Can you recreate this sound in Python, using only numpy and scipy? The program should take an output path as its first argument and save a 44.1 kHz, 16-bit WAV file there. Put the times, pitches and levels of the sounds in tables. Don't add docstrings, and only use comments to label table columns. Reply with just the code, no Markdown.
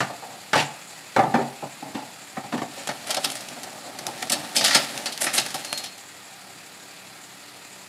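import sys
import numpy as np
from scipy import signal
from scipy.fft import rfft, irfft
from scipy.io import wavfile
from scipy.ndimage import uniform_filter1d

SR = 44100
rng = np.random.default_rng(int(sys.argv[2]) if len(sys.argv) > 2 else 0)


def wav_out(sig):
    wavfile.write(sys.argv[1], SR, np.round(np.clip(np.atleast_2d(sig).T, -1, 1) * 32767).astype(np.int16))


N = 347508
RING_SAMPLES = 32768

# centre in Hz, width in Hz, strength in dB re the broad spectrum.
BIN_MODES = [(137, 30, 6.5), (228, 17, 4), (290, 25, 3.5), (377, 22, 1), (514, 9.2, 1.5), (577.4, 31, 7.5),
             (650, 70, 3.5), (743, 15, 8), (777, 83, 8), (867, 62, 8.5), (1196, 69, 4.5), (1334, 45, 3),
             (1807, 130, 2)]
# start in seconds, level in dB, boom, slap and crack shares in dB,
# base t60 in seconds, rise in seconds, panel pitch in Hz.
THUMPS = [(0.095, -27.5, -8, -3, -16, 0.15, 0.0046, 696), (0.222, -30, -9, -4, -19, 0.11, 0.0046, 727),
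          (0.27, -37, -8, -4, -21, 0.4, 0.017, 703), (0.554, -11.5, -10, -10, -19, 0.064, 0.0042, 692),
          (1.163, -13, -2.5, 6, -6, 0.065, 0.0003, 524), (1.179, -16.5, -1.5, 6, -15, 0.13, 0.0018, 226),
          (1.19, -8.5, -6.5, 0.5, -14, 0.093, 0.0017, 765), (1.232, -15.5, -7, -3, -18, 0.11, .003, 742),
          (1.265, -24, 1, -3, -18, 0.12, .003, 810), (1.339, -7.5, -5.5, 1, -14, 0.1, 0.004, 232.5),
          (1.385, -17, -9, -2, -24, 0.12, 0.0019, 392), (1.414, -25.5, -7, -6, -10, 0.16, 0.0025, 140),
          (1.623, -20.5, -3.5, -6, -21, 0.087, 0.0086, 798), (1.823, -27, -1, -4, -17, 0.05, .002, 783),
          (1.85, -36, -3, -6, -17, 0.28, 0.0034, 636), (1.947, -24.5, -4, 2.5, -5.5, 0.11, 0.001, 220),
          (1.977, -31, -10, -4, -8, 0.2, .003, 838), (2.368, -24, -4, 3, -13, 0.098, 0.00077, 746),
          (2.436, -33, -1, -2, -10, 0.14, 0.0023, 800), (2.521, -23, 3.5, 7, -2, 0.081, 0.0052, 700),
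          (2.537, -21, -0.5, 0.5, -9, 0.09, 0.0022, 241.5),
          (2.577, -25.5, -3, 5, -1.5, 0.081, 0.00093, 284), (2.617, -20.5, -4, -1, -9, 0.078, 0.00045, 684),
          (2.772, -35.5, -14, 1, 1, 0.17, .001, 554), (2.889, -23, -10, 1.5, -16, 0.11, 0.0011, 594),
          (3.092, -23.5, -12, -2.5, -13, 0.12, 0.0058, 623), (3.168, -22, -7, 2, -16, 0.092, 0.0017, 622),
          (3.25, -31.5, -4, -4, -15, 0.17, 0.0055, 786), (4.067, -31.5, -4, -6, -17, 0.23, .002, 790),
          (4.3, -28.5, 0.5, 2, -17, 0.21, 0.0057, 728), (4.748, -16.5, -10.5, 2.5, -12, 0.11, 0.0026, 1341),
          (5.378, -25, 0.5, -11, -13, 0.073, 0.0016, 705), (5.543, -28.5, -9, 4, -19, 0.086, 0.0018, 760)]


def undb(db):
    return 10 ** (np.asarray(db) / 20)


def curve(rows):
    return np.interp(np.arange(N) / SR, *np.transpose(rows))


def decay(t, t60_s):
    return np.exp(-np.log(1000) * t / t60_s)


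def unit_energy(x):
    return x / np.sqrt(np.sum(x ** 2))


def walk(rate_hz):
    hold = max(int(SR / rate_hz), 2)
    steps = np.repeat(rng.standard_normal(N // hold + 1), hold)
    return 1.33 * uniform_filter1d(uniform_filter1d(steps, hold), hold)[:N]


def response(shape, modes, band_hz=None):
    f = np.maximum(np.fft.rfftfreq(RING_SAMPLES, 1 / SR), 1)
    shape_hz, shape_db = np.transpose(shape)
    power = undb(np.interp(np.log(f), np.log(shape_hz), shape_db)) ** 2
    power *= 1 + sum(undb(db) ** 2 / (1 + (2 * (f - hz) / width_hz) ** 2) for hz, width_hz, db in modes)
    if band_hz:
        power = power / (1 + (band_hz[0] / f) ** 8) / (1 + (f / band_hz[1]) ** 8)
    half = RING_SAMPLES // 2
    cepstrum = irfft(np.log(power + 1e-9 * power.max()) / 2)
    cepstrum[1:half] *= 2
    cepstrum[half + 1:] = 0
    return unit_energy(irfft(np.exp(rfft(cepstrum)))[:half])


def through(force, ring):
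    return signal.oaconvolve(force, ring)[:N]


def grains(spread_db, size=N, ripple_db=0, ripple_points=110):
    x = rng.standard_normal(size)
    if ripple_db:
        position = np.linspace(0, ripple_points - 1, size // 2 + 1)
        ripple = np.interp(position, np.arange(ripple_points), rng.standard_normal(ripple_points))
        ripple *= np.minimum(np.fft.rfftfreq(size, 1 / SR) / 1500, 1)
        x = irfft(rfft(x) * undb(ripple_db * ripple), size)
    strength = np.repeat(rng.standard_normal(size // 16 + 1), 16)[:size]
    x = x * undb(spread_db * strength)
    return x / np.sqrt(np.mean(x ** 2))


def blows(rows, shape, modes, bands_hz, offsets_db, t60_scales, spread_db, ripple_db):
    t = np.arange(RING_SAMPLES // 2) / SR
    forces = np.zeros((len(bands_hz), N + len(t)))
    for start_s, db, *shares_db, t60_s, rise_s in rows:
        start = int(start_s * SR)
        chatter = grains(spread_db, len(t), ripple_db, ripple_points=220) * (1 - np.exp(-t / rise_s))
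        for force, share_db, scale in zip(forces, (0, *shares_db), t60_scales):
            force[start:start + len(t)] += undb(db + share_db) * decay(t, t60_s * scale) * chatter
    return sum(undb(db) * through(force[:N], response(shape, modes, band_hz))
               for force, db, band_hz in zip(forces, offsets_db, bands_hz))


def truck(crank_hz=12.15, throb_db=0.5, firing_db=1.0, flutter_db=2.3, clatter_db=-42.5, fade_db_s=0.2163):
    # frequency in Hz, level in dB.
    shape = [(30, -35), (60, -21), (100, -2), (200, 3), (330, 2), (500, 0), (780, 3), (1100, 1), (1700, 1),
             (3200, -1), (4400, -1), (5800, -6), (8500, -6), (10200, -6), (12000, -9.5), (15000, -18)]
    # centre in Hz, width in Hz, level in dB, throb depth in dB.
    casing_modes = [(736, 170, 1, 0.5), (1300, 240, -2, -2), (2005, 360, -0.5, -1), (2494, 300, 3.5, 1),
                    (4510, 910, -1.5, 1), (7320, 1250, 4, 2.5)]
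    # frequency in Hz, level in dB.
    partials = [(96.6, -73.5), (123.4, -67.5), (158, -68), (188.6, -64.5), (289.5, -65), (386.3, -69.5),
                (483, -69), (581.5, -66), (1350, -68), (1448, -85), (1827, -67.5)]
    engine_s = np.cumsum(1 + 0.00209 * walk(3)) / SR
    angle = 2 * np.pi * crank_hz * engine_s
    crank, firing = np.cos(angle), np.cos(3 * angle)
    ring = response(shape, [])
    clatter = through(grains(spread_db=1.5, ripple_db=2.5, ripple_points=1200), ring)
    shaking = through(grains(spread_db=1.5, ripple_db=2.5, ripple_points=1200), ring)
    for hz, width_hz, db, depth_db in casing_modes:
        casing = signal.butter(2, (hz - width_hz / 2, hz + width_hz / 2), "bandpass", fs=SR, output="sos")
        clatter += undb(db + depth_db * crank + flutter_db * walk(16)) * signal.sosfilt(casing, shaking)
    clatter *= undb(throb_db * crank + firing_db * firing)
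    tones = sum(np.sqrt(2) * undb(db + 2.9 * walk(12)) * np.sin(2 * np.pi * hz * engine_s)
                for hz, db in partials)
    return undb(clatter_db - fade_db_s * engine_s) * clatter / clatter.std() + tones


def street_echo(x, echo_db=-13, t60_s=0.5, lowpass_hz=5000, build_s=0.023):
    t = np.arange(RING_SAMPLES) / SR
    tail = grains(spread_db=5.0, size=len(t)) * decay(t, t60_s) * np.minimum(t / build_s, 1) ** 2
    lowpass = signal.butter(1, lowpass_hz, fs=SR, output="sos")
    return x + undb(echo_db) * through(x, signal.sosfilt(lowpass, unit_energy(tail)))


def squeak(pitch_hz=4257):
    # time in seconds, level in dB.
    levels = [(5.52, -90), (5.585, -55), (5.69, -42.5), (5.76, -35.5), (5.82, -44), (5.86, -42.5),
              (5.945, -52), (6.05, -90)]
    hz = pitch_hz * (1 + 0.0013 * walk(90))
    return np.sqrt(2) * undb(curve(levels) + 0.8 * walk(37)) * np.sin(2 * np.pi * np.cumsum(hz) / SR)


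def rolling(start_s=2.7, fastest_s=4.64, stop_s=5.89, rise_db_s=4.5, fall_db_s=7.5,
            rumble_db=-39, grit_db=-42.5, grit_growth=1.83, walking_db=-36.5):
    # time in seconds, level in dB.
    push = [(2.75, -37), (3.12, -37.5), (3.24, -34.5), (3.59, -38.5), (4.02, -40), (4.17, -35.5),
            (4.59, -35), (4.73, -28.5), (4.89, -32.5), (5.09, -36), (5.37, -33.5), (5.7, -35.5),
            (5.9, -37.5), (6.0, -44)]
    # frequency in Hz, level in dB.
    shape = [(60, -16.5), (130, -6.5), (250, 3.5), (430, -3.5), (700, 1), (1020, -6.5), (1600, -3.5),
             (4200, -4), (6500, -8.5), (10000, -9), (15000, -22.5)]
    t = np.arange(N) / SR
    push_db = curve(push) - walking_db
    speed_db = np.minimum(rise_db_s * (t - fastest_s), fall_db_s * (fastest_s - t))
    moving = uniform_filter1d(1. * ((t > start_s) & (t < stop_s)), size=4000)
    bumps = walk(55)
    rumble = undb(rumble_db + speed_db + 2.5 * bumps) * grains(spread_db=3.5)
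    grit = undb(grit_db + grit_growth * push_db + 1.4 * bumps) * grains(spread_db=4.0)
    return (through(moving * rumble, response(shape, BIN_MODES, (60, 1300)))
            + through(moving * grit, response(shape, BIN_MODES, (1300, 18000))))


def scrapes(hiss_db=-2, grind_db=-3, split_hz=6500, attack_s=0.012, release_s=0.041):
    # start in seconds, level in dB, shell share in dB, length in seconds.
    drags = [(0.582, -37, 11, 0.049), (3.061, -38, 4.5, 0.089), (3.19, -44, 1, .19),
             (4.55, -20.5, -1, 0.02), (5.202, -21, -3, 0.06), (5.26, -39.5, 11, 0.048),
             (5.329, -20.5, -3.5, 0.043)]
    # frequency in Hz, level in dB.
    shape = [(80, -31), (260, -2), (430, -6.5), (650, -0.5), (1020, -12), (1500, -0.5), (3000, 0.5),
             (4500, -3.5), (7000, -3), (8500, 0), (10000, 2), (11800, -4), (13000, -17), (15000, -32)]
    t, hiss, grind = np.arange(N) / SR, np.zeros(N), np.zeros(N)
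    for start_s, db, shell_db, length_s in drags:
        attack = (t - start_s) / attack_s
        release = (start_s + length_s - t) / release_s + .5
        pressure = undb(db) * np.clip(np.minimum(attack, release), 0, 1)
        hiss += pressure
        grind += undb(shell_db) * pressure
    slips = undb(walk(220)) * grains(spread_db=4.0, ripple_db=1.5, ripple_points=500)
    return (undb(hiss_db) * through(hiss * slips, response(shape, BIN_MODES, (split_hz, SR / 2)))
            + undb(grind_db) * through(grind * slips, response(shape, BIN_MODES, (20, split_hz))))


def stones(snap_t60_s=0.013, rattle_db=-11, rattle_t60_s=0.12, rise_s=0.0002):
    # start in seconds, level in dB, body share in dB.
    snaps = [(2.873, -22.5, -2), (3.301, -23, -12), (3.369, -29, -23), (3.407, -28, -16), (3.485, -29, -16),
             (3.632, -24, -7), (3.988, -24, -2), (4.067, -20, -8), (4.207, -32, -16), (4.977, -25, -17),
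             (5.176, -25.5, -17), (5.463, -22.5, -1.5), (5.505, -27, -14), (5.647, -22, -6.5),
             (5.728, -20, -3), (5.979, -33.5, -10)]
    # frequency in Hz, level in dB.
    shape = [(100, -4), (700, 2.5), (1050, -5), (1500, 1), (4500, 6), (7000, 4.5), (11000, 0.5),
             (15000, -19)]
    rows = []
    for start_s, db, body_db in snaps:
        rows.append((start_s, db, body_db, snap_t60_s, rise_s))
        rows.append((start_s, db + rattle_db, body_db, rattle_t60_s, rise_s))
    return blows(rows, shape, BIN_MODES, bands_hz=[(2380, 21000), (100, 2100)],
                 offsets_db=(.5, -.5), t60_scales=(1.05, 1.5), spread_db=5.5, ripple_db=4.0)


def jolts(big_db=-12.5, scuff_lead_s=0.016, scuff_db=-7.5, scuff_t60_s=0.1, scuff_rise_s=0.017):
    # start in seconds, level in dB, drum, clack and fizz shares in dB,
    # base t60 in seconds.
    knocks = [(2.889, -21, -4, -0.5, -5, 0.07), (3.105, -12, -16.5, -9.5, -0.5, .065),
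              (3.144, -17.5, -12, -8, 1.5, 0.062), (3.167, -14.5, -3, -10, -2, 0.053),
              (3.243, -11.5, -16.5, -11, -0.5, 0.071), (3.315, -26.5, 1, -8, 6, 0.055),
              (3.353, -26, -2, -4.5, 6, 0.059), (4.224, -17, -5, -2, 0.5, 0.038),
              (4.297, -13, -13, -19, 4.5, 0.043), (4.319, -11, -8.5, -9.5, 4.5, .1),
              (4.563, -10, -9, -16, 1.5, 0.17), (4.608, -13, -5, -6.5, -9, 0.079),
              (4.641, -9.5, -13, -12, -0.5, 0.27), (4.679, -18, -4, -2, -4, 0.12),
              (4.707, -14, -8, -4.5, -14, 0.14), (4.746, -4, -9, -5, -2, 0.12),
              (5.057, -18, -10, -8.5, -1.5, 0.13), (5.121, -25.5, -17, -20, 1.5, 0.11),
              (5.266, -18.5, -0.5, 1, -7, 0.11), (5.378, -3.5, -12.5, -9, -0.5, 0.056),
              (5.396, -17.5, -9, -14, 2, 0.089), (5.542, -21, -5, -8, 4, 0.095),
              (5.774, -24, -11, -13, 5, 0.11), (5.838, -25, -16, -12.5, 1, 0.091),
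              (5.857, -30, -13, -18, -3, 0.11)]
    # frequency in Hz, level in dB.
    shape = [(60, -4), (130, -3.5), (260, 10), (430, 1), (620, 12), (850, 5), (1020, 0.5), (1400, 9),
             (2200, 10.5), (3800, 7), (6500, 3.5), (8800, 1.5), (12500, -10), (15000, -25)]
    # centre in Hz, width in Hz, strength in dB.
    wheel_modes = [(3260, 44, -4.5), (3870, 97, 2), (4480, 220, 3.5), (5200, 260, 4)]
    rows = []
    for start_s, db, *shares_db, t60_s in knocks:
        rise_s = 0.0007 + 0.002 * undb(db)
        rows.append((start_s, db, *shares_db, t60_s, rise_s))
        if db > big_db:
            rows.append((start_s - scuff_lead_s, db + scuff_db, *shares_db, scuff_t60_s, scuff_rise_s))
    bands_hz = [(2680, 6100), (125, 1090), (920, 2680), (7640, 33000)]
    return blows(rows, shape, BIN_MODES + wheel_modes, bands_hz, offsets_db=(-3.5, -5, 0, -7),
                 t60_scales=(1.18, 1.37, 1.24, 0.84), spread_db=3.0, ripple_db=3.5)


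def cavity(x, send_db=-11.5, band_hz=(630, 880), t60_s=0.6):
    t = np.arange(RING_SAMPLES) / SR
    tail = unit_energy(rng.standard_normal(len(t)) * decay(t, t60_s))
    bandpass = signal.butter(2, band_hz, "bandpass", fs=SR, output="sos")
    return x + undb(send_db) * signal.sosfilt(bandpass, through(x, tail))


def panels(panel_db=-5, t60_scale=1.25, overtone_ratio=1.62, overtone_db=-6, flex=0.025, flex_s=0.014):
    t = np.arange(RING_SAMPLES // 2) / SR
    out = np.zeros(N + len(t))
    warped_s = np.cumsum(1 + flex * np.exp(-t / flex_s)) / SR
    for start_s, db, *_, t60_s, rise_s, hz in THUMPS:
        angle, fade = 2 * np.pi * hz * warped_s, decay(t, t60_scale * t60_s)
        note = np.sin(angle) * fade + undb(overtone_db) * np.sin(overtone_ratio * angle) * fade ** 2
        start = int(start_s * SR)
        out[start:start + len(t)] += np.sqrt(2) * undb(db + panel_db) * (1 - np.exp(-t / rise_s)) * note
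    return out[:N]


def thumps():
    # frequency in Hz, level in dB.
    shape = [(60, -16.5), (125, -4.5), (270, 4), (400, -0.5), (750, -2), (1050, 0.5), (1900, -7),
             (2800, -17), (5000, -24), (9000, -33.5), (15000, -46)]
    bands_hz = [(435, 900), (88.5, 403), (1050, 2260), (2520, 21000)]
    return blows([row[:-1] for row in THUMPS], shape, BIN_MODES, bands_hz,
                 offsets_db=(-1.5, -1.5, -6.5, -4.5), t60_scales=(1.72, 1.62, 1.36, 1.35),
                 spread_db=0.5, ripple_db=3.0)


def bangs(boom_db=-3, t60_s=0.17, rise_s=0.00048, gap_s=0.0215, rebound_db=-6.5, loss_db=2):
    # start in seconds, level in dB, crack share in dB, judder length in seconds.
    strikes = [(0.004, -11.5, -12, 0), (0.531, -10, -7.5, .075)]
    # frequency in Hz, level in dB.
    shape = [(60, -18), (120, -4.5), (250, -2.5), (420, -5.5), (700, -4.5), (900, -1.5), (1200, 4),
             (1550, 0.5), (2300, -6), (3200, -11), (6000, -16.5), (10000, -26.5), (15000, -41)]
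    # centre in Hz, width in Hz, strength in dB.
    lifter_modes = [(1520, 77, 4), (3050, 260, -1)]
    judder = (3, 1, 0.16, 0.0038)
    rows = []
    for start_s, db, crack_db, judder_s in strikes:
        rows.append((start_s, db, boom_db, crack_db, t60_s, rise_s))
        for k in range(int(judder_s / gap_s)):
            rows.append((start_s + (k + 1) * gap_s, db + rebound_db - k * loss_db, *judder))
    bands_hz = [(1100, 1530), (70, 1130), (2500, 16000)]
    return blows(rows, shape, BIN_MODES + lifter_modes, bands_hz, offsets_db=(-1.5, -1.5, -1.5),
                 t60_scales=(.95, 1.1, .9), spread_db=1.5, ripple_db=3.0)


def scene():
    impacts = cavity(bangs() + thumps()) + panels()
    travel = jolts() + stones() + scrapes() + rolling() + squeak()
    return (street_echo(impacts + travel) + truck())[None]


def record(dry, highpass_hz=65, ceiling=0.85, lowpass_hz=15400):
    thin = signal.sosfilt(signal.butter(2, highpass_hz, "highpass", fs=SR, output="sos"), dry)
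    softened = ceiling * np.tanh(thin / ceiling)
    return signal.sosfilt(signal.ellip(8, .2, 80, lowpass_hz, fs=SR, output="sos"), softened)


dry = scene()
out = record(dry)
wav_out(out)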